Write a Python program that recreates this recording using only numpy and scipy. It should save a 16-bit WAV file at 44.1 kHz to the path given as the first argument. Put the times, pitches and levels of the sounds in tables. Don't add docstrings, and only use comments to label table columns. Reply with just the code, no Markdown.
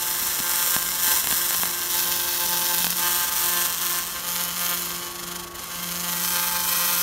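import sys
import numpy as np
from scipy import signal
from scipy.fft import rfft, irfft, next_fast_len
from scipy.io import wavfile
from scipy.ndimage import uniform_filter1d, map_coordinates

SR = 44100
rng = np.random.default_rng(int(sys.argv[2]) if len(sys.argv) > 2 else 0)


def how_loud(loudness_db):
    steps = np.asarray(loudness_db, float) / 20
    return 10 ** steps


def store_pcm(level_fs):
    pcm = np.round(np.clip(level_fs, -1, 1) * 32767).astype(np.int16)
    wavfile.write(sys.argv[1], SR, np.atleast_2d(pcm).T)


N = 309582
T = np.arange(N) / SR

SWEEP_HZ, SHAKE_HZ, WHINE_HZ = 175, 24.15, 1115.5
WIDTH_MS, SLANT_MS, SLANT_S, NARROWS_MS_PER_S = 1.92, .65, .55, .055
CALM_SHAKE_DB, SOOT_VARIES_DB, FAR_VARIES_DB, FLUTTER_DB = 1, 2.5, 2.5, 2
BRIGHTENS_PER_DB, USUAL_DB = 0.1, -25.5
SNAP_DB, DUST_PER_DB = 2, 0.6
TOP_HZ = 15750

# t/s, turn/ms
TURN_MS = [(0, 2.97), (.91, 2.97), (.93, 2.63), (2.1, 2.63), (4.2, 2.52), (6.3, 2.56), (7.02, 2.61)]
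# t/s, lead/turns
SHAKE_LEAD = [(0, 0.23), (.75, 0.92), (2, 0.82), (4.9, 0.5), (5.35, 0.5), (5.7, 1.1), (6.1, 0.93),
              (6.45, 1.52), (7.02, 1.5)]
# t/s, offset/ms
AIM_MS = [(0, .34), (.85, .79), (1.0, .37), (1.4, .5), (1.81, .25), (2.1, .67), (2.4, .48), (2.55, .66),
          (2.7, .46), (3.1, .22), (3.42, .2), (3.51, .52), (4.2, .45), (4.32, .82), (4.61, 1.08),
          (5.55, .46), (5.95, 1.0), (7.02, .63)]
# start/s, end/s, offset/ms
JERKS_MS = [
    (1.15, 1.34, .42),
    (1.53, 1.66, .62),
    (2.78, 2.95, .56),
    (4.06, 4.17, -.25),
]
# start/s, end/s, depth/dB
SHAKE_SPELLS_DB = [
    (.1, .5, -0.4),
    (1.45, 1.65, 0.5),
    (1.95, 2.25, 0.5),
    (2.55, 2.75, 0),
    (3.25, 3.35, 2),
    (3.65, 3.85, 0.8),
    (4.25, 4.95, 0),
    (5.15, 5.62, 3.5),
    (5.85, 6.25, 1),
    (6.45, 6.9, 0.5),
]
# t/s, level/dB
BURN_DB = [(0, -26), (.3, -25), (.6, -23.5), (1.11, -22), (1.6, -24.5), (2.0, -24.5), (2.2, -26),
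           (2.55, -25.5), (2.8, -24.5), (3.55, -23.5), (3.98, -25.5), (4.3, -28), (4.67, -26.5), (5.1, -33),
           (5.35, -33), (5.8, -31.5), (6.38, -25.5), (7.02, -24.5)]
# start/s, end/s, level/dB
LAPSES_DB = [(.34, .48, -1.5), (.78, 1.02, -3.5), (1.2, 1.3, -3.5), (1.4, 1.49, -1), (1.66, 1.9, -2.5),
             (2.82, 2.99, -1), (2.875, 2.895, -5), (2.935, 2.96, -5), (3.26, 3.35, -2.5), (3.5, 3.57, -0.5),
             (3.68, 3.81, -3), (4.02, 4.27, -3.5), (4.46, 4.58, -3), (5.12, 5.24, -1), (5.39, 5.7, -2.5),
             (5.455, 5.54, -6), (5.515, 5.54, -6), (6.1, 6.16, 1), (6.48, 6.66, -1.5)]
# start/s, end/s, level/dB
TEARS_DB = [
    (.86, .94, -1),
    (1.2, 1.3, -26),
    (1.56, 1.67, -18),
    (2.82, 2.96, -21),
    (3.72, 3.8, -11),
]
STRETCHES_S = [0, 1.9, 3.0, 4.15, 6.2, 9]
# soot sizzle/dB, far crack/dB; plume push re sizzle/dB
MIX_DB = [
    (-2.5, 7, -18),
    (-7, 6, -13),
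    (4, 12.5, -9.5),
    (-5.5, 5, -9.5),
    (-7, 4.5, -12),
]
# delay/ms, share/1
BOUNCES = [
    [(.15, 0.041), (.23, 0.11), (.33, 0.073), (.46, -0.027), (.53, 0.061), (.7, 0.11)],
    [(.11, -0.22), (.27, 0.083), (.38, 0.033), (.43, -0.042), (.54, -0.012), (.71, 0.05)],
    [(.15, 0.0033), (.23, 0.071), (.33, 0.098), (.39, -0.083), (.63, 0.078), (.7, 0.14)],
    [(.11, -0.12), (.16, -0.019), (.31, .11), (.38, -0.11), (.5, -0.1), (.63, 0.1)],
    [(.11, -0.068), (.28, -0.13), (.4, -0.11), (.63, 0.11), (.7, 0.048), (1.05, -0.12)],
]
# delay/ms, share/1
DULL_BOUNCES = [
    [(.41, 0.044), (.77, -0.011), (.99, 0.13), (1.16, 0.096)],
    [(.82, -0.011), (1.15, 0.16), (1.43, -0.18), (1.76, -0.19)],
    [(.52, 0.0015), (.6, -0.0076), (1.17, 0.16), (1.83, 0.038)],
    [(.44, 0.17), (.7, .13), (.97, 0.17), (1.06, -0.079)],
    [(.56, -0.11), (1.08, -0.099), (1.45, -0.3), (1.8, -0.34)],
]
# f/Hz, width/Hz, level/dB
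HOLLOWS = [
    [(1660, 91, 4.5), (2380, 73, -6.5), (4700, 200, -4.5), (5500, 120, 1), (6400, 160, 0.5),
     (10100, 290, -2.5), (14000, 430, -0.5)],
    [(1570, 100, 4.5), (2360, 180, -4), (4800, 210, 1), (5960, 330, 1.5), (7800, 400, -3.5), (9500, 790, 4),
     (10400, 250, -3)],
    [(3700, 200, -1), (8200, 220, 0), (10240, 770, -3.5), (13600, 370, -1), (15400, 600, 0)],
    [(3770, 67, -4.5), (5400, 180, 2), (11000, 250, 4), (13300, 900, 3)],
    [(1020, 130, 4.5), (2380, 100, 1), (4500, 250, 2), (7900, 400, -0.5), (9300, 540, 1),
     (12200, 1400, 2.5), (15300, 800, 0)],
]
# f/Hz, level/dB
LANDING_COLOURS = [
    [(300, -33), (525, -7.5), (700, -11.5), (875, -5), (1050, 2.5), (1300, -8.5), (1600, 8), (2100, -7),
     (2400, -12), (3100, -11), (5000, -4), (8000, -60)],
    [(300, -35), (525, -7), (700, -12.5), (875, 3.5), (1050, 0), (1300, -18.5), (1575, -0.5), (1800, -8),
     (2300, -19), (3100, -11), (5000, -15), (8000, -54)],
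    [(300, -37.5), (525, -13.5), (700, -11), (1000, 4), (1400, -9), (1620, 2.3), (2100, -11.5),
     (2450, -11.5), (3100, 0), (3600, -9), (4200, 1), (8000, -62)],
    [(300, -33), (525, -6), (700, -7.5), (1000, -2), (1400, -2.5), (1600, -0.5), (2100, -9), (2500, -9.5),
     (3050, -1), (3600, -9.5), (4200, -2.5), (8000, -48)],
    [(300, -33), (525, -5.5), (700, -13), (875, -8.5), (1050, -0.5), (1400, -4), (1575, -1), (2100, -13.5),
     (2450, -3), (2750, -11), (3150, -10), (3600, -6), (4350, 3), (8000, -52)],
]
LANDING_DB = [-15, -11, -11, -11.5, -10.5]
# t/s, blow level/dB, thud level/dB
FLAKES = [(0.2253, -30, -20.5), (0.391, -6, -25), (0.402, -6, -16.5), (0.7645, 6, -18), (1.078, -7, -22),
          (1.232, -23, -38), (1.2437, -3, -42), (1.2722, 2, -29), (1.3063, -4, -40), (1.3121, -3, -50),
          (1.326, 1, -20), (1.6342, 0, -40), (1.6341, -0.5, -27), (1.656, -5, -45), (2.741, -7, -42),
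          (2.748, -6, -47), (2.805, -8, -23), (2.8448, 2.5, -38), (2.8681, 1.5, -27), (2.8974, -13, -48),
          (2.9067, -9, -54), (2.9255, -7, -50), (2.93, -9, -45), (1.599, -7, -45), (1.508, -3, -39),
          (1.548, -2, -45)]
# t/s, peak level/dB
TICKS = [(0.2721, -4), (0.4949, -8), (0.5587, -1), (0.5622, -9), (0.6765, 3), (0.7056, -8), (0.8267, -10),
         (1.118, 3), (1.1692, 0), (1.1978, -4), (1.1993, -9), (1.258, -6), (1.2721, 0), (1.2894, -9),
         (1.3063, 0), (1.312, 3), (1.3655, -11), (1.426, -10), (1.4516, -10), (1.5464, -8), (1.5652, -6),
         (1.674, -7), (1.9088, -9), (2.7135, -10), (2.7463, -1), (2.771, -8), (2.829, -5), (2.8493, 1),
         (2.8551, 0), (2.8779, -6), (2.9026, -6), (2.905, 0), (2.9065, -7), (2.9619, -12), (2.9704, -6),
         (2.9963, -14), (3.3629, -8), (3.443, -5), (3.4602, -2), (3.6488, -14), (3.814, -8), (3.825, -11),
         (3.9002, -11), (3.9288, -10), (4.4378, -4), (4.454, -15), (4.4835, -12), (4.4892, -11),
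         (4.5121, -11), (5.0489, -16), (5.5563, -21), (5.642, -14), (6.1978, -12), (6.2378, -9),
         (6.8805, -6), (6.9005, -2)]
# start/s, end/s, level re quiet/dB
HUM_SWELLS_DB = [
    [(.8, .95, 7), (1.2, 1.45, 2), (1.55, 1.72, 8.5), (2.0, 2.18, 7), (2.42, 2.62, 10), (2.75, 2.97, 13.5),
     (2.97, 3.2, 5.5), (3.45, 3.64, 8), (3.7, 4.07, 5.5), (4.25, 5.02, 9.5), (5.18, 5.45, 9.5),
     (5.75, 6.3, 13.5), (6.3, 7.1, 9)],
    [(-.1, .9, 8.5), (1.07, 1.17, 15), (1.25, 1.53, 12.5), (1.66, 2.8, 14), (2.95, 3.2, 14.5),
     (3.39, 3.66, 16), (3.83, 4.01, 14), (4.68, 5.6, 14), (5.83, 6.4, 10), (6.4, 7.1, 6.5)],
]
QUIET_HUM_DB = -56, -59
# t/s, level/dB
WHINE_DB = [(0, -52), (2, -51), (3.5, -50), (4.6, -47), (5.7, -45), (6.3, -49), (7.02, -50)]
# f/Hz, level/dB
SIZZLE_COLOUR = [(200, -47), (700, -18), (900, -4), (1100, -3), (1350, -6), (1700, -6), (2150, -2.5),
                 (2360, -7), (2600, -3.5), (3300, -3), (4700, -4), (5500, -0.5), (8000, -0.5),
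                 (10500, -0.5), (13000, 0.5), (14600, 1.8), (15600, -1.5)]
# f/Hz, level/dB
PUSH_COLOUR = [(300, -49), (480, 4.5), (750, -9), (900, 18), (1050, 8.5), (1300, -17), (1600, 6.5),
               (2350, -4), (3100, -6), (4400, 1), (6500, 11.5), (9000, -24)]
# f/Hz, level/dB
FLAKE_COLOUR = [(60, -27), (250, -4.5), (900, 7), (2500, 5.5), (6000, 2.5), (15000, -1)]
# f/Hz, level/dB
STREET_COLOUR = [(20, -32), (32, -14.5), (54, -4.5), (70, -7.5), (120, -13), (300, -11.5), (600, -13),
                 (1500, -12.5), (5000, -43.5), (15000, -84)]


def laser():
    soot_db, far_db, push_db = mix()
    burn, cracks, plume, landings = burning(scatter_db=2.5, soot_db=soot_db, far_db=far_db)
    spark_db = 3.2 * np.clip(rng.standard_normal(N), -3, 2.2)
    sparks = burn * unit((rng.standard_normal(N) - .6) * how_loud(spark_db))
    level = np.std(sparks)
    snaps = how_loud(SNAP_DB) * np.diff(cracks, 2, prepend=[0, 0])
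    sizzle = level * unit(coloured(sparks + snaps, SIZZLE_COLOUR))
    treble = np.convolve(sizzle, [-.25, .5, -.25], "same")
    sizzle = sizzle + np.clip(BRIGHTENS_PER_DB * (strength_db() - USUAL_DB), -.8, 1) * treble
    push = level * unit(coloured(-plume, PUSH_COLOUR))
    direct = how_loud(2.0) * sizzle + how_loud(push_db - 9.5) * push
    return carving(direct + walls(sizzle)) + buzz(landings)


def burning(scatter_db, soot_db, far_db):
    near = curve(AIM_MS) + spans(JERKS_MS, edge_s=.04)
    far = near + WIDTH_MS + SLANT_MS * np.exp(-T / SLANT_S) - NARROWS_MS_PER_S * T
    far = np.minimum(far, 2.85)
    period_ms = 1000 / SWEEP_HZ
    since_ms = (1000 * T - curve(TURN_MS) + period_ms / 2) % period_ms - period_ms / 2
    place_ms = np.abs(since_ms)
    shake = np.cos(2 * np.pi * (SHAKE_HZ * T + curve(SHAKE_LEAD)))
    shake_db = CALM_SHAKE_DB + spans(SHAKE_SPELLS_DB, edge_s=.04)

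    def bump(at_ms, width_ms):
        return np.exp(-((place_ms - at_ms) / width_ms) ** 2)

    def step(at_ms):
        return .5 + .5 * np.tanh((place_ms - at_ms) / .04)

    landings = (since_ms > 0) * bump(near + .015 * shake + .006 * wobble(40), .055)
    near = near + .035 * shake + .012 * wobble(60)
    far = far + .04 * shake + .02 * wobble(60)
    near_crack = how_loud(np.where(since_ms > 0, 4.5, -.6)) * bump(near + .04, .055)
    far_crack = how_loud(far_db - 8.0) * bump(far, 0.039)
    dust = how_loud(-14 - DUST_PER_DB * spans(TEARS_DB, edge_s=0.0072))
    soot = how_loud(soot_db - 2.5) * step(near) + how_loud(far_db - 19.0) * step(far) + dust
    parts = np.array([near_crack, far_crack, soot])
    specks = map_coordinates(rng.standard_normal((40, 90)), [9 * place_ms, 5 * T])
    parts[2] *= how_loud(3 * specks)
    sweep_rms = np.sqrt(np.abs(uniform_filter1d(parts.sum(0) ** 2, size=SR // SWEEP_HZ)))
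    parts = parts * how_loud(strength_db() + shake_db * shake) / sweep_rms
    chance_db = scatter_db * np.clip([wobble(200), wobble(230), 0.24 * wobble(700)], -2.5, 1.4)
    uneven = parts * how_loud(chance_db)
    plume = (parts * how_loud(chance_db / 3)).sum(0)
    return uneven.sum(0), uneven[:2].sum(0), plume, landings


def mix():
    ends_s = STRETCHES_S[1:]
    soot_db, far_db, push_db = (spans(zip([-1] + ends_s, ends_s, c), .1) for c in np.transpose(MIX_DB))
    soot_db = soot_db + SOOT_VARIES_DB * wobble(3.91)
    far_db = far_db + FAR_VARIES_DB * wobble(4.085)
    push_db = push_db + spans(TEARS_DB, edge_s=0.003) + FLUTTER_DB * wobble(30)
    return soot_db, far_db, push_db


def strength_db():
    return curve(BURN_DB) + spans(LAPSES_DB, edge_s=0.017)


def buzz(landings):
    voices = [how_loud(db) * unit(coloured(-landings, c)) for c, db in zip(LANDING_COLOURS, LANDING_DB)]
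    level_db = strength_db() + 0.51 * spans(TEARS_DB, edge_s=0.0041)
    level_db = level_db + 3.1 * wobble(25) + 0.58 * wobble(4.96)
    return how_loud(level_db) * (shares() * voices).sum(0)


def walls(sizzle):
    t = T[:SR // 20]
    tail = rng.standard_normal(len(t)) * how_loud(-60 * t / 0.039)
    return how_loud(-12) * signal.fftconvolve(sizzle, tail / np.linalg.norm(tail))[:N]


def carving(x):
    m = next_fast_len(N + 999)
    hz, spectrum = np.fft.rfftfreq(m, 1 / SR), rfft(x, m)

    def returns(rows):
        return sum(share * np.exp(-2j * np.pi * hz * ms / 1000) for ms, share in rows)

    def hollows(rows):
        return how_loud(sum(db * np.exp(-((hz - mid_hz) / width_hz) ** 2) for mid_hz, width_hz, db in rows))

    duller = 1 / (1 + (hz / 6000) ** 4)
    colours = [np.exp(returns(b) + returns(d) * duller) * hollows(h)
               for b, d, h in zip(BOUNCES, DULL_BOUNCES, HOLLOWS)]
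    return (shares() * irfft(spectrum * colours, m)[:, :N]).sum(0)


def shares():
    return -np.diff([np.clip((T - s) / .2 + .5 + (s == 0), 0, 1) for s in STRETCHES_S], axis=0)


def flakes():
    blows, ticks, thuds = np.zeros(N), np.zeros(N), np.zeros(N + SR)
    t = T[:SR // 20]
    thud = how_loud(-60 * t / 0.017) * (1 - np.exp(-t / 0.0018)) * np.sin(2 * np.pi * 230 * t)
    for s, blow_db, thud_db in FLAKES:
        i = round(s * SR)
        blows[i] = -how_loud(blow_db + 2.5)
        thuds[i:i + len(t)] += how_loud(thud_db) * thud
    for s, db in TICKS:
        ticks[round(s * SR)] = how_loud(db + 2.0)
    ticks = np.convolve(ticks, [0.35, .45, -1.2, 0.083, 0.18], "same")
    return carving(coloured(blows, FLAKE_COLOUR) + ticks) + thuds[:N]


def machine():
    first_db = QUIET_HUM_DB[0] + spans(HUM_SWELLS_DB[0], edge_s=0.058) + 5
    second_db = QUIET_HUM_DB[1] + spans(HUM_SWELLS_DB[1], edge_s=.03) + 2
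    whine_db = curve(WHINE_DB) + 3 + 1.5 * wobble(9)
    first = how_loud(first_db) * np.cos(2 * np.pi * SWEEP_HZ * T + 0.57 * wobble(15))
    second = how_loud(second_db) * np.cos(4 * np.pi * SWEEP_HZ * T + .35 * wobble(7))
    whine = how_loud(whine_db) * np.sin(2 * np.pi * WHINE_HZ * T + .9 * wobble(5))
    return first + second + whine


def street():
    return how_loud(-44.0 + 0.11 * wobble(1.42)) * unit(coloured(rng.standard_normal(N), STREET_COLOUR))


def unit(x):
    return x / np.sqrt(np.mean(x ** 2) + 1e-20)


def curve(rows):
    s, value = np.transpose(rows)
    return np.interp(T, s, value)


def spans(rows, edge_s):
    return sum(size / 2 * (np.tanh((T - a) / edge_s) - np.tanh((T - b) / edge_s)) for a, b, size in rows)


def wobble(rate_hz):
    return map_coordinates(rng.standard_normal(int(N * rate_hz / SR) + 4), [T * rate_hz])


def coloured(x, points):
    hz, db = np.transpose(points)
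    grid_hz = np.fft.rfftfreq(4096, 1 / SR)
    gain = how_loud(np.interp(np.log(grid_hz + 1), np.log(hz), db))
    cepstrum = irfft(np.log(gain))
    cepstrum[1:2048] *= 2
    cepstrum[2049:] = 0
    return signal.fftconvolve(x, irfft(np.exp(rfft(cepstrum))))[:N]


def scene():
    return (laser() + flakes() + machine() + street())[None]


def top_cut(x):
    return signal.sosfilt(signal.butter(12, 17020, fs=SR, output="sos"), x)


def record(dry):
    m = next_fast_len(N)
    soft = dry / (1 + np.abs(dry / .8) ** 4) ** .25
    in_band = np.fft.rfftfreq(m, 1 / SR) < TOP_HZ
    kept = irfft(rfft(soft, m) * in_band, m)[:, :N]
    return top_cut(kept)


dry = scene()
out = record(dry)
store_pcm(out)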